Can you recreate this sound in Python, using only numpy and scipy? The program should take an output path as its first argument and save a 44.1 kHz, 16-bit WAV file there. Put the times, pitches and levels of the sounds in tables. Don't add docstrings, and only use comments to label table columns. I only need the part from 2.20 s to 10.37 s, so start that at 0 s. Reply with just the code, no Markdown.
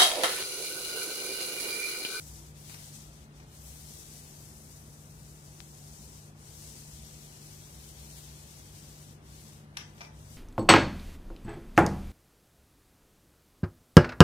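import sys
import numpy as np
from scipy import signal
from scipy.fft import rfft, irfft
from scipy.io import wavfile
from scipy.ndimage import uniform_filter1d, minimum_filter1d

SR = 44100
rng = np.random.default_rng(int(sys.argv[2]) if len(sys.argv) > 2 else 0)


def amp(db):
    return 10 ** (np.asarray(db, float) / 20)


def write(x):
    x = np.atleast_2d(x).T
    wavfile.write(sys.argv[1], SR, np.round(np.clip(x, -1, 1) * 32767).astype(np.int16))


N = 360297
PORT_LAG_SAMPLES = 12


def rms_one(x):
    return x / np.sqrt(np.mean(x ** 2) + 1e-20)


def in_time(rows):
    s, *columns = np.transpose(rows)
    return [np.interp(np.arange(N) / SR, s, column) for column in columns]


def at_hz(points, hz):
    point_hz, value = np.transpose(points)
    return np.interp(np.log(hz), np.log(point_hz), value)


def drift(rate_hz, step=40):
    r = np.exp(-2 * np.pi * rate_hz * step / SR)
    noise = rng.standard_normal(N // step + 2002)
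    slow = signal.lfilter([1], [1, -2 * r, r * r], noise)[2000:]
    return np.interp(np.arange(N) / step, np.arange(len(slow)), rms_one(slow))


def bin_hz():
    return np.maximum(np.arange(N // 2 + 1) * SR / N, 10)


# frequency in Hz, left over right in dB.
LEFT_OVER_RIGHT = [(60, 1.1), (150, 1.9), (300, .7), (700, .4), (1500, -.3), (2400, 1.5), (4400, 6),
                   (5800, 7), (8100, 3), (10000, 3.5), (11500, 7), (13500, 8), (15500, 8)]


def leaning(pair):
    lean = amp(at_hz(LEFT_OVER_RIGHT, bin_hz()) / 2)
    return irfft(rfft(pair) * [lean, 1 / lean], N)


# frequency in Hz, share of power common to both (0-1).
LIKENESS = [(60, 1), (200, .97), (500, 0.92), (1000, 0.77), (1800, 0.35), (2700, 0.28), (4500, 0.13),
            (9000, 0.092), (15000, 0.021)]


def ports(sources, gain_of_hz):
    hz = bin_hz()
    common, left, right = rfft(sources)
    alike = np.clip(at_hz(LIKENESS, hz), 0, 1)
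    lag = np.exp(-2j * np.pi * hz * PORT_LAG_SAMPLES / SR)
    shared = np.sqrt(alike) * common * [lag, np.ones_like(lag)]
    private = np.sqrt(1 - alike) * np.array([left, right])
    pair = leaning(irfft((shared + private) * gain_of_hz(hz), N))
    return pair / np.sqrt(np.mean(pair.mean(axis=0) ** 2))


# stop in seconds, rest in seconds, braking in seconds, creep left in dB.
HALTS = [
    (.335, .005, 0.13, -15),
    (.92, 0.0046, 0.14, -7.5),
    (1.085, 0.027, 0.11, -19),
    (1.26, .005, 0.085, -9.5),
    (4.135, .01, 0.16, -20),
    (6.99, 0.023, 0.14, -26),
    (7.47, 0.088, 0.17, -31),
    (7.64, 0.093, 0.089, -8),
    (7.9, 0.021, 0.12, -21),
]


def speed_db():
    t, out = np.arange(N) / SR, 0
    for stop_s, rest_s, braking_s, creep_db in HALTS:
        before = (stop_s - t) / braking_s
        after = (t - stop_s - rest_s) / (braking_s * 0.96)
        away = np.maximum(before, after).clip(0)
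        creep = amp(creep_db)
        out = out + 20 * np.log10(creep + (1 - creep) * np.tanh(away))
    return out


# frequency in Hz, density in dB per Hz.
NAP = [(710, 7), (1200, -17), (1950, -8), (3710, -3.5), (5070, -2.5), (5900, 1.5), (6570, 0.5), (8590, 2),
       (11600, -3.5), (13700, -5), (15000, -3), (15700, -22.5)]
# time in seconds, pace as hiss in dB, nap pressure (0-1), track wetness (0-1).
ARM = [(0, -56.5, 0.03, 0.64), (.25, -55.5, 0.36, 0.54), (.55, -55.5, 0.76, 0.9), (.77, -54.5, 0.36, 0.4),
       (1.2, -61.5, 0.87, 0.35), (1.45, -58, 0.4, 0.9), (1.85, -55.5, 0.37, .8), (2.15, -59.5, 0.52, .7),
       (2.42, -59, 0.07, 0.64), (2.92, -63, 0.28, 0.55), (3.95, -57, 0.2, .4), (4.45, -54.5, 0.3, 0.47),
       (4.8, -58, 0.48, 0.37), (5.5, -59, .7, 0.65), (6.0, -56.5, .65, 0.53), (6.3, -60, 0.65, 0.52),
       (7.2, -59, 0.62, 0.62), (8.17, -61.5, .6, 0.55)]


def roller(snaps_per_s=9000, size_spread_db=1.5, patchy_db=0.87):
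    pace_db, pressure, wetness = in_time(ARM)
    slowed_db = speed_db()
    hiss_db = pace_db + slowed_db
    rasp_db = -11 + 10 * pressure + (0.74 - 1) * slowed_db
    spray_db = -7 + 7.5 * wetness + (1.06 - 1) * slowed_db

    sizes_db = size_spread_db * np.minimum(rng.exponential(1, (3, N)), 5)
    sizes = amp(sizes_db) * rng.choice([-1, 1], (3, N))
    snaps = sizes * (rng.random((3, N)) < snaps_per_s / SR)
    threads = ports(snaps, lambda hz: amp(at_hz(NAP, np.minimum(hz, 14800))) * (hz > 700))

    out, together = 0, drift(13.4)
    bands = [(894, 4600, rasp_db + 0.15), (4370, 9400, -0.15), (9330, 15400, spray_db - .2)]
    for low_hz, high_hz, lift_db in bands:
        sos = signal.butter(3, [low_hz, high_hz], "band", fs=SR, output="sos")
        band = signal.sosfiltfilt(sos, threads)
        band = band / np.std(band.mean(axis=0))
        flutter_db = patchy_db * together + .5 * drift(16)
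        out = out + band * amp(hiss_db + lift_db + flutter_db)
    return out


def hum(hum_hz=148.6, level_db=-55):
    phase = 2 * np.pi * hum_hz * np.arange(N) / SR + 0.54 * drift(0.76)
    tone = np.sqrt(2) * amp(level_db + 0.96 * drift(1.34)) * np.sin(phase)
    return tone * amp([[.9], [-.9]])


# peak in seconds, level in dB.
BOOMS = [
    (.2, -51),
    (.98, -50),
    (1.58, -51),
    (3.3, -56.5),
    (4.35, -64),
    (4.78, -53),
    (5.72, -53.5),
    (6.05, -53),
    (7.0, -63),
    (7.95, -52.5),
]


def booming(swell_s=0.17, rest_db=-58.5):
    t = np.arange(N) / SR
    return amp(rest_db) + sum(amp(db) * np.exp(-((t - s) / swell_s) ** 2) for s, db in BOOMS)


# frequency in Hz, density in dB per Hz.
RUMBLE = [(24, -44), (40, -5), (71, 1), (103, -5.5), (150, -4), (170, -15), (193, -7), (487, -14.5),
          (1740, -22.5), (4280, -31), (5640, -33.5), (8000, -37), (8840, -32), (14600, -45), (15700, -51)]
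# frequency in Hz, width in Hz, level in dB.
ROOM_MODES = [(99.2, 4.8, -62), (118, 6.6, -68.5), (168.7, 15.5, -67), (202.4, 2.6, -74),
              (218.6, 10.8, -66.5), (331.2, 13, -75), (370.8, 9, -79.5), (435, 11.6, -78.5)]


def rumble(level_db=-56):
    def noise(gain_of_hz):
        return ports(rng.standard_normal((3, N)), gain_of_hz)

    def peak(centre_hz, width_hz):
        return noise(lambda hz: (hz > 34) / (1 + ((hz - centre_hz) / width_hz * 2) ** 2))

    def floor(hz):
        return amp(at_hz(RUMBLE, np.minimum(hz, 14400))) / (1 + (36 / hz) ** 14)

    modes = sum(amp(db) * peak(hz, width_hz) for hz, width_hz, db in ROOM_MODES)
    lowest = amp(-5.5) * booming() * peak(63.8, 10.7)
    return amp(level_db) * noise(floor) + modes + lowest


# frequency in Hz, density in dB per Hz.
HARD_KNOCK = [(240, -40), (400, -15), (854, -7), (1210, -4), (1310, -9), (1430, 0), (3150, -1.5),
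              (4880, -6.5), (5770, -1), (6610, -15.5), (10300, -12.5), (15000, -33)]
# frequency in Hz, density in dB per Hz.
DULL_KNOCK = [(240, -36), (400, -1), (756, 2.5), (1390, -4), (1850, -8), (2390, 4), (2790, -14.5),
              (5680, -9), (8060, -31), (8690, -30), (9520, -35), (15000, -44)]
# time in seconds, peak in dB, hardness (0-1), rattle in seconds.
KNOCKS = [(.497, -44, 0.7, 0.0018), (.543, -43.5, 0.9, 0.0051), (7.5699, -31.5, 1, 0.0048),
          (7.591, -52, 1, 0.005), (7.608, -45.5, 1, 0.0089), (7.779, -55, 0.8, 0.0084),
          (7.8075, -39.5, 0.3, .002), (7.8115, -42, 0.2, 0.0025), (7.816, -40, 0.15, 0.0029),
          (7.830, -50, .01, 0.0026), (7.848, -46, 0.5, 0.0032), (1.2, -53.5, .5, .008)]


def knocks():
    size = 2048
    out, t = np.zeros(N), np.arange(size) / SR - .005
    hz = np.clip(np.arange(size // 2 + 1) * SR / size, 10, 15000)
    for s, peak_db, hardness, rattle_s in KNOCKS:
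        contacts = rng.standard_normal(size) * np.exp(-(t / rattle_s) ** 2) * (t > 0)
        colour_db = hardness * at_hz(HARD_KNOCK, hz) + (1 - hardness) * at_hz(DULL_KNOCK, hz)
        lines = rfft(contacts)
        even = lines / np.sqrt(uniform_filter1d(np.abs(lines) ** 2, size=13))
        rung = irfft(even * amp(colour_db) / (1 + (330 / hz) ** 4))
        at = round((s + t[0]) * SR)
        out[at:at + size] += amp(peak_db + 7) * rung / np.max(np.abs(rung))
    return out


# frequency in Hz, 60 dB decay in seconds.
ROOM_T60 = [(500, 0.4), (2000, 0.31), (6000, 0.28), (12000, 0.16)]


def room(x):
    t = np.arange(int(.6 * SR)) / SR
    tail, white = 0, rng.standard_normal((2, len(t)))
    for low_hz in 250 * 2. ** np.arange(6):
        sos = signal.butter(2, [low_hz, 2 * low_hz], "band", fs=SR, output="sos")
        decay_db = -60 * t / at_hz(ROOM_T60, 1.43 * low_hz)
        tail = tail + signal.sosfilt(sos, white) * amp(decay_db)
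    tail = tail * np.clip((t - .002) / 0.0032, 0, 1)
    lumps = rfft(tail)
    power = np.abs(lumps) ** 2
    smooth = uniform_filter1d(power, size=900, axis=1) / uniform_filter1d(power, size=60, axis=1)
    tail = irfft(lumps * np.sqrt(smooth), len(t))
    tail = tail / np.sqrt(np.sum(tail ** 2) / 2)
    return signal.fftconvolve(x[None], tail, axes=1)[:, :N]


def frame_in_room():
    frame = knocks()
    direct = np.array([np.roll(frame, PORT_LAG_SAMPLES) * amp(1.5), frame * amp(-1.5)])
    return leaning(direct + amp(-2.0) * room(frame))


# time in seconds, peak in dB.
TICK = [
    (3.404, -22),
]


def tick():
    out, t = np.zeros((2, N)), np.arange(-20, 20) / SR
    for s, peak_db in TICK:
        push = np.exp(-np.abs(t / 5e-5) ** 1.3)
        pull = .9 * np.exp(-np.abs((t - 1.1e-4) / 3e-5) ** 1.3)
        at = round(s * SR)
        out[0, at - 20:at + 20] = amp(peak_db) * (push - pull)
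    return out


def scene():
    return roller() + hum() + rumble() + frame_in_room() + tick()


# frequency in Hz, threshold in dB re local level.
GATE = [(700, -20), (1200, -8), (1700, -2.5), (2400, -.5), (3200, .5), (4400, .5), (5200, -.5),
        (6300, -3.5), (7600, -3.5), (9000, -.5), (10300, .5), (12000, 1), (14500, 1), (15500, 2.5)]


def gate(x, hop=1024, start=187):
    n, k = np.arange(2 * hop), np.arange(hop)
    window = np.sin(np.pi * (n[:, None] + .5) / (2 * hop))
    basis = np.cos(np.pi / hop * np.outer(n + .5 + hop / 2, k + .5)) * window
    basis = basis.astype(np.float32)
    padded = np.pad(x.astype(np.float32), [(0, 0), (2 * hop - start, 2 * hop)])
    blocks = padded[:, :padded.shape[1] // hop * hop].reshape(2, -1, hop)
    lines = np.concatenate([blocks[:, :-1], blocks[:, 1:]], axis=2) @ basis

    local = np.sqrt(uniform_filter1d(np.mean(lines ** 2, axis=0), size=48, axis=1))
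    local = np.minimum(local, amp(3.5) * minimum_filter1d(local, size=5, axis=0))
    gate_db = at_hz(GATE, (k + .5) * SR / (2 * hop))
    restless = np.clip((gate_db + 5) / 5.5, .2, 1)
    patches_db = 6 * rng.exponential(1, (len(local) // 2 + 1, hop // 8)) - 6
    wobble_db = np.kron(patches_db, np.ones((2, 8)))[:len(local)] * restless
    local = local * (np.median(local, axis=0) / local) ** .12

    kept = lines * (np.abs(lines) > local * amp(gate_db + wobble_db))
    frames = kept @ basis.T * (2 / hop)
    joined = frames[:, 1:, :hop] + frames[:, :-1, hop:]
    return joined.reshape(2, -1)[:, hop - start:][:, :N]


def roll_off(x):
    return signal.sosfilt(signal.butter(12, 15770, fs=SR, output="sos"), x)


def record(dry):
    mix = gate(dry)
    return roll_off(mix)


dry = scene()
out = record(dry)
write(out)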